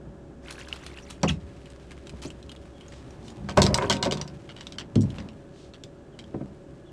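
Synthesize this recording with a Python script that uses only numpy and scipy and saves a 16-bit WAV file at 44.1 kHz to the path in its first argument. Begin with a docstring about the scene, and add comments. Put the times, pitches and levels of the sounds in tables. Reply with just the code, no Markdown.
"""A netted fish thrashes against the hollow hull of a small boat, driving its modes into knocks and rumble.
Feet and gear thump the same hull; net frame and tackle clack and rebound. Earlier, as the angler lifts
the landing net, water drains from the mesh, its drops trap ringing bubbles, and late drips tick on water
and deck. A rubber sole squeaks, cloth and mesh rustle by friction, and a distant bird chirps. Under it
all are the quiet air of the river, water lapping at the boat and the hum of a small motor."""
import sys
import numpy as np
from scipy import signal
from scipy.fft import rfft, irfft
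from scipy.io import wavfile

SR = 44100
rng = np.random.default_rng(int(sys.argv[2]) if len(sys.argv) > 2 else 0)


def unload_wav(signal):
    """Save mono or channel-first audio to the path in sys.argv[1] as 16-bit WAV at rate SR, clipped to [-1, 1]."""
    wavfile.write(
        sys.argv[1],
        SR,
        np.round(np.clip(np.atleast_2d(signal).T, -1, 1) * 32767).astype(np.int16),
    )


N = 305172
TIME = np.arange(N) / SR
HZ = np.fft.rfftfreq(8192, 1 / SR)


def amp(db):
    """Amplitude ratio of a level in decibels."""
    return 10 ** (np.asarray(db) / 20)


def unit_rms(x):
    """Normalisation to unit mean power."""
    return x / np.sqrt(np.mean(x ** 2) + 1e-20)


def spectrum(points, hz=HZ):
    """Interpolation on a logarithmic frequency axis."""
    f, value = np.transpose(points)
    return np.interp(np.log(hz + 1), np.log(f + 1), value)


def envelope(curve):
    """Amplitude envelope of a level curve."""
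    return amp(np.interp(TIME, *np.transpose(curve)))


def gated(curve):
    """Amplitude envelope, silent outside the curve's span."""
    return envelope(curve) * (TIME >= curve[0][0]) * (TIME <= curve[-1][0])


def add(mix, onset, sound):
    """Superposition of a sound from its onset in seconds."""
    part = mix[max(round(onset * SR), 0):][:len(sound)]
    part += sound[:len(part)]


def decay(t, t60):
    """Exponential damping: 60 dB in t60 seconds."""
    return np.exp(-np.log(1000) * t / np.maximum(t60, 1e-3))


def colour(x, db):
    """Minimum-phase filter of unit energy, shaped by db over HZ."""
    log_gain = np.log(amp(np.maximum(db - db.max(), -100)))
    log_response = np.conj(signal.hilbert(np.r_[log_gain, log_gain[-2:0:-1]]))
    taps = np.fft.ifft(np.exp(log_response)).real[:len(HZ)]
    return signal.oaconvolve(x, taps / np.linalg.norm(taps))[:len(x)]


def band(centre_hz, db_per_octave2):
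    """Band-pass response in dB: a parabola, flat beyond two octaves."""
    return -db_per_octave2 * np.minimum(np.log2((HZ + 1) / centre_hz) ** 2, 4)


def resonance(hz, width_hz=750):
    """Lorentzian resonance curve of height 1."""
    return 1 / (1 + (2 * (HZ - hz) / width_hz) ** 2)


def wander(rate_hz, size=N):
    """Random fluctuation: low-pass noise of unit rms."""
    f = np.fft.rfftfreq(N, 1 / SR)
    return unit_rms(irfft(rfft(rng.standard_normal(N)) / (1 + (f / rate_hz) ** 4), N))[:size]


def scattered(x, t60, db):
    """Diffuse reflection from deck and banks adds a short echo."""
    t = np.arange(SR // 2) / SR
    echo = rng.standard_normal(len(t)) * decay(t, t60)
    return x + amp(db) * signal.oaconvolve(x, echo / np.linalg.norm(echo))[:N]


def glides(notes, jitter):
    """Frequency-modulated tones; a bend under 1 glides early, over 1 late."""
    out = np.zeros(N)
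    for onset, length, start_hz, end_hz, db, bend in notes:
        u = np.linspace(0, 1, int(length * SR))
        hz = (start_hz + (end_hz - start_hz) * u ** bend) * (1 + jitter * wander(900, len(u)))
        tone = np.sin(2 * np.pi * np.cumsum(hz) / SR)
        add(out, onset, amp(db) * tone * signal.windows.tukey(len(u), .5))
    return out


# Spectral density of still air: f/Hz, relative level/dB
AIR_SPECTRUM = [(12, -37.5), (20, -4.5), (53, -7.5), (134, -1), (270, -4.5), (347, -3.5), (485, -11),
                (558, -9), (624, -11.5), (923, -21), (1660, -23.5), (1960, -31), (3200, -33), (4420, -37.5),
                (6500, -38.5), (8200, -39), (10000, -49.5), (12500, -60.5), (16000, -80.5)]

def air():
    """Ambient noise: stationary, with most of its power at low frequencies."""
    return amp(-49) * colour(rng.standard_normal(N), spectrum(AIR_SPECTRUM))


# Swell of the lapping: t/s, relative level/dB
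LAPPING = [(0, -43), (.8, -57), (1.9, -48.5), (2.25, -42.5), (2.7, -47.5), (3.4, -38), (4.3, -47),
           (5.25, -35.5), (5.55, -64.5), (6.2, -44), (6.92, -55)]
# Its spectrum: f/Hz, relative level/dB
LAP_SPECTRUM = [(20, -25), (50, -5), (110, 2.5), (300, -2), (450, -17), (800, -14), (2000, -35),
                (6000, -65)]

def lapping():
    """Amplitude modulation: low water noise under the hull swells as the boat rocks."""
    water = colour(rng.standard_normal(N), spectrum(LAP_SPECTRUM))
    return envelope(LAPPING) * water * amp(1.05 * wander(2.4) - 6.5)


# Upper motor tones: f/Hz, relative level/dB
MOTOR_TONES = [(140, -56), (264, -59), (322, -58), (361, -55.5), (402, -56.5), (564, -55.5), (1690, -72.5)]
# Lowest motor tone: t/s, relative level/dB
MOTOR_DRONE = [(0, -47), (2.7, -45), (3.4, -57), (6.92, -55.5)]

def motor(drone_hz=65.4):
    """A line spectrum: each tone of the small motor wavers in frequency and amplitude."""
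    def tone(hz):
        phase = 2 * np.pi * np.cumsum(hz + 2.586 * wander(8.41)) / SR
        return np.sqrt(2) * np.sin(phase) * amp(2.4 * wander(10.6))
    hum = sum(amp(db) * tone(hz) for hz, db in MOTOR_TONES)
    return amp(-4) * (hum + envelope(MOTOR_DRONE) * tone(drone_hz))


# Distinct hull modes: f/Hz, relative level/dB, nominal T60/s
HULL_MODES = [(74, -3.5, 0.58), (98, 0, 0.54), (144.8, 4, 0.59), (197.2, 4.5, 0.67), (204.4, -0.5, 0.29),
              (298, -10.5, 0.63), (368.3, 2, 0.32), (405, 6, 0.16), (524, -4, 0.31), (551, 4.5, 0.24),
              (605.5, 1.5, 0.29), (672.3, 3, 0.19), (737.5, 1, 0.28), (930, 1.5, 0.28), (1015, 7, .12),
              (1105, 6, 0.11), (1264, 4, 0.13), (1542, 5, 0.19)]
# Damping of the dense modes: f/Hz, nominal T60/s
DENSE_T60 = [(60, 1), (200, 0.76), (600, 0.087), (1500, 0.0866), (5000, 0.225)]
# Their spectrum: f/Hz, relative level/dB
DENSE_SPECTRUM = [(20, -42.5), (50, -8), (130, -9.5), (400, -1.5), (1000, 0), (1400, -1.5), (2500, -1.5),
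                  (6000, -56), (9000, -23.5), (14000, -53.5)]

def dense_modes(ring, size):
    """Modal overlap: countless close modes merge into noise, each band with its own damping."""
    hz, t, bands = signal.stft(rng.standard_normal(size), SR, nperseg=256)
    t60 = ring * spectrum(DENSE_T60, hz)
    return signal.istft(bands * decay(t, t60[:, None]), SR, nperseg=256)[1][:size]


def hull_response(corner_hz, boom_db, ring, dense_db):
    """Modal superposition: a soft blow excites only low modes, a heavy one booms in the cavity."""
    t = np.arange(SR // 2) / SR
    hz, mode_db, t60 = np.transpose(HULL_MODES)
    force_db = -10 * np.log10(1 + (HZ / corner_hz) ** 4.02) + boom_db / (1 + (HZ / 220) ** 4)
    shares = amp(mode_db + np.interp(hz, HZ, force_db) + 2.05 * rng.standard_normal(len(hz)))
    shares *= rng.choice([-1, 1], len(hz)) / np.linalg.norm(shares)  # the spot struck sets the signs
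    modes = shares @ (np.sin(2 * np.pi * hz[:, None] * t) * decay(t, ring * t60[:, None]))
    dense = dense_modes(ring, len(t)) * (1 + amp(-24.5) * decay(t, 0.017))
    return amp(2.5) * modes + amp(dense_db) * colour(dense, spectrum(DENSE_SPECTRUM) + force_db)


# Deck panel modes: f/pitch, relative level/dB
PANEL_MODES = [(0.489, -9), (0.998, -1), (1.178, -0.5), (1.57, -6.5)]

def panel(pitch_hz, panel_db, knock_hz, knock_db, ring):
    """Damped plate vibration: the panel booms and the struck spot gives a short two-mode knock."""
    t = np.arange(SR // 2) / SR
    def mode(hz, cycles):
        return np.sin(2 * np.pi * hz * t) * decay(t, cycles / hz)
    boom = sum(amp(db + panel_db) * mode(ratio * pitch_hz, ring * 75.6) for ratio, db in PANEL_MODES)
    knock = mode(knock_hz, cycles=46) + amp(-4) * mode(1.57 * knock_hz, cycles=46)
    return (boom + amp(knock_db) * knock) * (1 - np.exp(-t / 0.0019))


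# Blows on the hull: t/s, level/dB, corner f/Hz (hardness), cavity boom/dB, ring time factor,
# panel f/Hz, panel level/dB, knock f/Hz, knock level/dB
BLOWS = [(0.06, -43, 204, 13, 0.59, 161.6, 1, 110, -7), (1.233, -22, 1110, -14, 0.69, 169.8, 4.5, 533, 4.5),
         (1.2421, -23.5, 900, -6.5, 0.62, 235, -27, 856, -3),
         (1.2756, -30, 220, 10, 0.74, 152.6, 8, 156, -4), (2.135, -42, 312, -4, 0.42, 191, 2, 157, -12),
         (2.252, -40, 690, 12, 0.28, 289, 13.5, 381, 5), (3.399, -37, 224, 13, 1.3, 136, -14, 118, -9),
         (3.488, -32.5, 2140, 8, 1.1, 132, -9, 1200, 4.5), (3.5728, -15.5, 1330, 2, 1.1, 149.7, -4, 386, 1),
         (3.578, -21.5, 800, 6, 0.56, 188, 2.5, 615, 11), (3.620, -26.5, 800, 3, 1.2, 122.5, 1.5, 371, 3),
         (3.664, -24.5, 1210, 11.5, 1, 139, -7.5, 608, -1), (3.705, -32, 600, -7, 0.84, 112.6, 0, 396, 9.5),
         (3.752, -34, 1590, -9, 1.1, 194, -23, 945, 14),
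         (3.7844, -28.5, 1830, 4, 0.56, 198.5, -22, 992, 10),
         (3.811, -31.5, 1700, -2, .8, 149, -8, 983, 10), (3.825, -33, 1786, -11.5, 0.97, 241, -3, 946, 11),
         (3.841, -32.5, 2000, -3, 0.63, 174, -11, 1550, 7),
         (3.902, -26.5, 1870, 1, 1.58, 239.3, -4, 953, 8.5),
         (4.028, -34.5, 1455, 11, 2.1, 146.7, 2.5, 982, 11.5),
         (4.059, -28, 1400, -3, 0.77, 234.6, 1, 567, 8), (4.07, -33.5, 1200, -8, 0.47, 265, 5, 375, 7),
         (4.123, -30.5, 1040, 3, 1, 148.2, -2.5, 400, -4),
         (4.9581, -20.5, 290, 9.5, 0.67, 214.8, 6.5, 109, 0), (4.986, -25.5, 200, 8, 0.34, 223, 6, 218, -8),
         (5.034, -30.5, 180, -3, 0.55, 108.2, 5, 99, -1),
         (5.183, -44.5, 667, -10, 1.16, 184.2, 8.5, 524, -2),
         (6.3428, -31, 300, -5.5, 0.7, 276.4, 4, 147, -17),
         (6.409, -36, 355, -8.5, 0.63, 265.3, 6, 191, -8)]

def thumps():
    """Impact excitation: feet, gear and the thrashing fish's slaps ring the whole hull and the panel they
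    strike."""
    out = np.zeros(N)
    for onset, db, corner_hz, boom_db, ring, pitch_hz, panel_db, knock_hz, knock_db in BLOWS:
        body = hull_response(corner_hz, boom_db, ring, dense_db=-1)
        add(out, onset, amp(db) * (body + panel(pitch_hz, panel_db, knock_hz, knock_db, ring)))
    return out


def drainage(lift_s=0.414, rise_s=0.058, drain_s=0.58, dry_s=0.42, spurt_gap_s=0.1218):
    """Decaying flow: the lifted mesh swings, sheds water in regular spurts and runs dry."""
    t = np.maximum(TIME - lift_s, 0)
    spurts_db = 2.5 * np.cos(2 * np.pi * (TIME - 0.486) / spurt_gap_s)
    rise = np.minimum(t / rise_s, 1)
    drying = np.clip(1 - (t - drain_s) / dry_s, 0, 1)
    return amp(-50.5 - 5 * t + spurts_db) * rise * drying


# Spectrum of trickling water: f/Hz, relative level/dB
WATER_SPECTRUM = [(400, -5.5), (1000, 2), (1700, -8), (3000, -8), (4400, -11.5), (7800, -15), (9900, -20),
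                  (11500, -31.5), (13500, -32), (16000, -44.5)]

def trickle(flow):
    """Incoherent summation: many tiny bubbles and fine spray, in proportion to the flow."""
    t, bubbles = np.arange(SR // 100) / SR, np.zeros(N)
    for hz in np.geomspace(1400, 11000, 24):
        births = rng.random(N) < 18 / SR
        strengths = amp(2.4 * np.minimum(rng.exponential(1, N), 3.5)) * np.sqrt(hz)
        bubble = np.sin(2 * np.pi * hz * (t + 12 * t ** 2)) * np.exp(-t * hz / 7.5)
        bubbles += signal.oaconvolve(births * strengths, bubble)[:N]
    spray = rng.standard_normal(N) * amp(3.02 * wander(54))
    return flow * unit_rms(colour(unit_rms(bubbles) + spray, spectrum(WATER_SPECTRUM)))


# Loudest drops from the net: t/s, peak level/dB, f/Hz
DROPS = [(.4605, -40, 2500), (.4838, -32, 3020), (.4975, -37, 2120), (.5035, -38, 1500), (.5555, -38, 2540),
         (.5819, -33, 1600), (.597, -38, 1790), (.613, -31, 2740), (.6735, -37, 1580), (.7273, -16.5, 2840),
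         (.8367, -38, 1870), (.915, -40, 2210), (.9735, -31.5, 2620), (.987, -31, 2830)]

def drops(flow, small_per_s=70, small_hz=1820, bubble_cycles=32):
    """Bubble resonance: each drop ticks on the surface and traps air that rings with rising pitch."""
    out, t = np.zeros(N), np.arange(SR // 12) / SR
    falls = np.flatnonzero((rng.random(N) < small_per_s / SR) & (flow > 0))
    pitch = small_hz * 2 ** (0.496 * rng.standard_normal(N))
    small = [(i / SR, 20 * np.log10(flow[i]) + 5.5, pitch[i]) for i in falls]
    noise = rng.standard_normal(N + len(t))
    attack = 1 - np.exp(-t / 0.0001)
    tick_and_tail = amp(-25) * decay(t, 0.0057) + amp(-33.5) * decay(t, 0.19)
    for onset, db, hz in list(DROPS) + small:
        bubble = np.sin(2 * np.pi * hz * (t + 6 * t ** 2)) * decay(t, bubble_cycles / hz) * attack
        spray = colour(noise[round(onset * SR):][:len(t)], band(hz, 6.9)) * tick_and_tail
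        add(out, onset, amp(db) * (bubble + spray))
    return out


# Splashes and scrapes: t/s, duration/s, level/dB, centre f/Hz
SWISHES = [(0.506, 0.0052, -39.5, 6600), (0.523, 0.0036, -38, 5450), (0.684, 0.0052, -45.5, 6000),
           (0.587, 0.025, -49.5, 4140), (0.759, 0.004, -44, 4000), (0.763, 0.0053, -39.5, 4020),
           (0.863, 0.0044, -41.5, 5500), (1.1, 0.012, -43, 6440), (1.281, 0.032, -37.5, 3220),
           (2.216, 0.047, -45, 4400)]

def swishes():
    """Band-limited noise bursts: wet mesh splashes or a shoe slides."""
    out = np.zeros(N)
    for onset, length, db, centre_hz in SWISHES:
        size = int(max(length, .004) * SR)
        rub = rng.standard_normal(size) * amp(3.5 * wander(220, size)) * signal.windows.tukey(size, .2)
        shape_db = spectrum(WATER_SPECTRUM) + band(centre_hz, 2.54)
        add(out, onset, amp(db) * colour(np.r_[rub, np.zeros(SR // 100)], shape_db))
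    return scattered(out, t60=0.17, db=-5)


# Slips of the sole: t/s, duration/s, start f/Hz, end f/Hz, level/dB, bend
SQUEAKS = [(1.2755, .011, 3100, 2400, -27, .7), (1.2865, .013, 2200, 1750, -34, .7),
           (1.2885, .013, 4100, 2600, -24.5, .7), (1.300, .012, 2800, 2500, -34, 1),
           (1.280, .015, 7300, 5400, -32, .8), (1.02, .03, 5900, 5700, -54, 1),
           (2.245, .045, 3600, 8600, -49, 1)]

def sole():
    """Stick-slip friction: a rubber sole gives short, rough, gliding tones."""
    return scattered(glides(SQUEAKS, jitter=.045), t60=.07, db=-8)


# Resonances of the wet net frame: f/Hz, bandwidth/Hz, relative level/dB
FRAME_MODES = [(2074, 155, -6.5), (2850, 160, -8.5), (3210, 160, -9), (4730, 210, -12.5), (5580, 480, -6)]
# Broad spectrum of a clack: f/Hz, relative level/dB
CLACK_SPECTRUM = [(200, -6.5), (1000, 0), (2000, -0.5), (2650, 0.5), (3800, 5.5), (6000, -2), (8100, -3),
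                  (9000, -14.5), (11200, -24), (13000, -29.5), (16000, -44)]
GRIP_DETUNE, GRIP_DB = .025, 4  # spread of frequency and level from clack to clack

def frame_response_db():
    """Resonance and interference: grip shifts the frame's modes; a deck echo ripples the spectrum."""
    shifts = rng.standard_normal((len(FRAME_MODES), 2))
    peaks = sum(amp(db + GRIP_DB * gain) * resonance(hz * (1 + GRIP_DETUNE * detune), width)
                for (hz, width, db), (gain, detune) in zip(FRAME_MODES, shifts))
    echo_s = .0007 * rng.uniform(0.502, 2.005)
    ripple_db = 3.5 * np.cos(2 * np.pi * HZ * echo_s)
    return spectrum(CLACK_SPECTRUM) + 20 * np.log10(1 + 1.53 * peaks) + ripple_db


# Clacks of net frame and tackle: t/s, level/dB, treble tilt/dB, first rebound/dB,
# struck part f/Hz, its boost/dB
CLACKS = [(1.2316, -25.5, 1, -25, 5660, 8), (3.488, -40.5, 0, 3.5, 1820, -12),
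          (3.574, -23.5, 1.5, -8, 2360, 2), (3.6188, -15.5, 2.5, -10, 4050, 6.5),
          (3.658, -33, -1, -30, 4580, 4), (3.6649, -20.5, 2, -34, 4760, 7),
          (3.7434, -16.5, 3.5, -33, 4600, 5.5), (3.777, -31.5, 6.5, -31, 7500, -1.5),
          (3.785, -29.5, -8, -25, 2030, 10), (3.823, -29, -5, -20, 2000, -3),
          (3.898, -18.5, 1, -5.5, 3370, 6.5), (3.9137, -26, -2, -18, 3210, 9),
          (3.926, -23.5, -0.5, -13, 4200, -2), (3.967, -35, -0.5, -36, 3540, 9),
          (4.027, -21, 1, -7.5, 3970, 6.5), (4.052, -31.5, 1, -22, 3570, 0), (4.071, -37, -3, -25, 4600, 3),
          (4.111, -27.5, 0.5, -33, 3350, 6), (4.1222, -25.5, 0.5, -10.5, 4200, 5),
          (4.172, -38, -2, -12, 3460, 0), (4.2136, -28.5, 0, -25, 4270, -1),
          (4.277, -43.5, 0, -38, 5070, 7), (4.4913, -42.5, -4.5, -4.5, 3320, 4),
          (4.565, -43, -3.5, -2, 2870, 3.5), (4.609, -38, -2.5, -16, 2850, 0),
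          (4.669, -34.5, 0, -30, 3460, 6.5), (4.7224, -39.5, -0.5, -13, 2850, 5),
          (4.7842, -29.5, -0.5, -7.5, 3330, 7), (4.8108, -38.5, -8.5, -11, 3460, -1),
          (4.956, -35, 0.5, -19, 3080, 4), (5.008, -44, 6, -2, 7800, 8), (5.184, -38.5, -3.5, -16, 2830, 5),
          (5.2024, -43.5, -4.5, -14, 3200, -6), (5.288, -45.5, -4, -15, 2780, 7),
          (5.737, -46.5, -1.5, -5.5, 3560, 5), (5.837, -40, 2, -23, 3340, 3.5),
          (6.19, -41.5, -1.5, -12, 2780, 4), (6.24, -50, -2, -20, 3430, 10)]

def clacks(rebound_gap_s=.008, rebound_loss_db=3, handle_hz=3425):
    """Inelastic collision: a crack and weakening rebounds; frame, struck part and handle tube ring."""
    out, t = np.zeros(N), np.arange(SR // 4) / SR
    tilt = np.tanh(np.log2((HZ + 1) / 4300)) / 0.52
    contact = decay(t, 0.03) + .8 * decay(t, 0.006)
    for onset, db, tilt_db, rebound_db, part_hz, part_db in CLACKS:
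        crack, tail = rng.standard_normal((2, len(t)))
        contacts = contact.copy()
        for k, delay in enumerate(rebound_gap_s * np.cumsum(rng.uniform(.7, 1.4, size=4))):
            add(contacts, delay, amp(rebound_db - k * rebound_loss_db) * contact)
        drive = crack * contacts + amp(-12) * tail * decay(t, 0.12)
        clack = colour(drive, frame_response_db() + tilt_db * tilt + part_db * resonance(part_hz))
        gripped_hz = handle_hz * (1 + GRIP_DETUNE * rng.standard_normal())
        handle = amp(-20) * np.sin(2 * np.pi * gripped_hz * t) * decay(t, 0.07)
        add(out, onset, amp(db) * (clack / np.std(clack[:SR // 250]) + handle))
    return out


# Rustle as the fish is lifted, then brought aboard: t/s, relative level/dB
LIFTING = [(1.4, -61.5), (2.12, -61), (2.36, -61.5), (2.55, -64), (3.0, -60), (3.45, -60)]
BOARDING = [(4.3, -63), (4.7, -58.5), (4.79, -72), (4.92, -68.5), (5.15, -55.5), (5.28, -66.5), (6.09, -76),
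            (6.31, -67.5), (6.9, -73.5)]
# Broad spectrum shared by rustle, drips and brushes: f/Hz, relative level/dB
HISS_SPECTRUM = [(400, -15.5), (1000, 5.5), (3000, 3), (5000, -3.5), (8000, -7), (9900, -12.5),
                 (11500, -25), (14000, -30), (15500, -48)]

def rustle(catches_per_s=130):
    """Sliding friction: jacket and net hiss softly and catch in tiny dry snaps."""
    catches = (rng.random(N) < catches_per_s / SR) * amp(5 * np.minimum(rng.exponential(1, N), 3))
    snap = decay(np.arange(SR // 40) / SR, 0.005)
    snaps = signal.oaconvolve(catches, snap)[:N] * rng.standard_normal(N)
    slide = rng.standard_normal(N) * amp(2 * wander(34))
    motion = amp(0.5) * envelope(np.vstack([LIFTING, BOARDING])) * (TIME > LIFTING[0][0])
    return motion * unit_rms(colour(0.79 * unit_rms(snaps) + slide, spectrum(HISS_SPECTRUM)))


# Drips from the raised net, with a few faint clacks: t/s, level/dB, ring f/Hz
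DRIPS = [(1.657, -50, 2660), (1.7016, -51.5, 8100), (1.909, -45, 2040), (1.917, -45.5, 1760),
         (2.0703, -45, 3680), (2.0945, -43.5, 2520), (2.3033, -43.5, 3050), (2.4274, -50, 4130),
         (2.4936, -42.5, 3200), (2.5163, -44, 3430), (2.5622, -48.5, 3400), (2.809, -47.5, 3050),
         (2.882, -50, 6600), (2.922, -47, 2100), (3.106, -52, 5700), (3.281, -46, 3100),
         (3.302, -49.5, 6950), (4.629, -51, 3400), (5.103, -45.5, 3490)]

def drips():
    """Transient excitation: drips tick on water and deck, a few faint clacks follow; each rings briefly."""
    out, t = np.zeros(N), np.arange(SR // 20) / SR
    for onset, db, hz in DRIPS:
        shape_db = spectrum(HISS_SPECTRUM) + 12.5 * resonance(hz) + band(7500, 1.9)
        tick = colour(rng.standard_normal(len(t)) * decay(t, 0.023), shape_db)
        add(out, onset, amp(db) * tick / np.std(tick[:SR // 250]))
    return scattered(out, t60=0.084, db=-6)


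# Bird notes: t/s, duration/s, start f/Hz, end f/Hz, level/dB, bend
BIRD_NOTES = [(2.715, .19, 3340, 3020, -63, 4), (6.12, .042, 3450, 2700, -64.5, 1.4),
              (6.853, .056, 3460, 2350, -61.5, 3.6)]

def bird():
    """Frequency modulation: a distant bird's whistles fall in pitch."""
    return scattered(glides(BIRD_NOTES, jitter=.032), t60=.2, db=-8)


# Strokes of sleeve on mesh: t/s, duration/s, level/dB, centre f/Hz
BRUSHES = [(2.873, 0.17, -60, 5330), (3.221, 0.12, -57.5, 5870), (5.516, 0.2, -59.5, 5100)]

def brushes():
    """Friction noise: a band of hiss swells and fades with each smooth stroke."""
    out = np.zeros(N)
    for onset, length, db, centre_hz in BRUSHES:
        u = np.linspace(0, 1, int(length * SR))
        hiss = colour(rng.standard_normal(len(u)), spectrum(HISS_SPECTRUM) + band(centre_hz, 8.1))
        add(out, onset, amp(db) * np.sin(np.pi * u) * hiss)
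    return out


# Flapping of the netted fish against the side: t/s, level/dB
THRASH = [(3.57, -26.5), (3.65, -37), (3.85, -26.5), (3.99, -44), (4.06, -54), (4.2, -42), (4.4, -72)]

def fish_flaps(flaps_per_s=110, spots=6):
    """A Poisson train of impacts: the fish strikes hull and side panel at spots of varied hardness."""
    flaps = np.zeros(N)
    for corner_hz in 1103 * np.geomspace(.65, 1.7, spots):
        hits = (rng.random(N) < flaps_per_s / spots / SR) * rng.uniform(.5, 1, N)
        body = hull_response(corner_hz, boom_db=-3.5, ring=0.81, dense_db=-6)
        side = panel(pitch_hz=267, panel_db=-14, knock_hz=0.28 * corner_hz, knock_db=-4, ring=0.24)
        flaps += signal.oaconvolve(hits, body + side)[:N]
    return gated(THRASH) * unit_rms(flaps)


# Rumble of the hull under the fish: t/s, level/dB
RUMBLE = [(3.57, -49), (3.62, -31.5), (3.72, -33.5), (3.85, -32.5), (3.98, -39), (4.08, -29.5), (4.18, -48),
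          (4.3, -51), (4.42, -84)]

def hull_rumble():
    """Forced vibration: the writhing fish drives the hull's modes with a random force."""
    response = hull_response(corner_hz=650, boom_db=-6, ring=0.78, dense_db=-8)
    return gated(RUMBLE) * unit_rms(signal.oaconvolve(rng.standard_normal(N), response)[:N])


def scene():
    """Linear superposition of all sources aboard and around the boat."""
    high_pass = signal.butter(2, 38, "high", fs=SR, output="sos")
    hull = signal.sosfilt(high_pass, thumps() + fish_flaps() + hull_rumble())
    flow = drainage()
    flung_spray = amp(-20) * gated(THRASH)
    water = trickle(flow + flung_spray) + drops(flow) + swishes()
    angler_and_net = sole() + clacks() + rustle() + drips() + brushes()
    return air() + lapping() + motor() + hull + water + angler_and_net + bird()


def record(dry):
    """Mid-side stereo: delayed top treble and faint hiss form the side; both channels are low-passed."""
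    high_pass = signal.firwin(63, 11800, pass_zero=False, window=("kaiser", 8), fs=SR)
    low_pass = signal.firwin(255, 15300, window=("kaiser", 9), fs=SR)
    top = signal.oaconvolve(dry, high_pass, "same")
    side = amp(-1) * np.r_[np.zeros(SR // 2000), top][:N] + amp(-104) * rng.standard_normal(N)
    return signal.oaconvolve(np.array([dry + side, dry - side]), low_pass[None], "same")


dry = scene()
out = record(dry)
unload_wav(out)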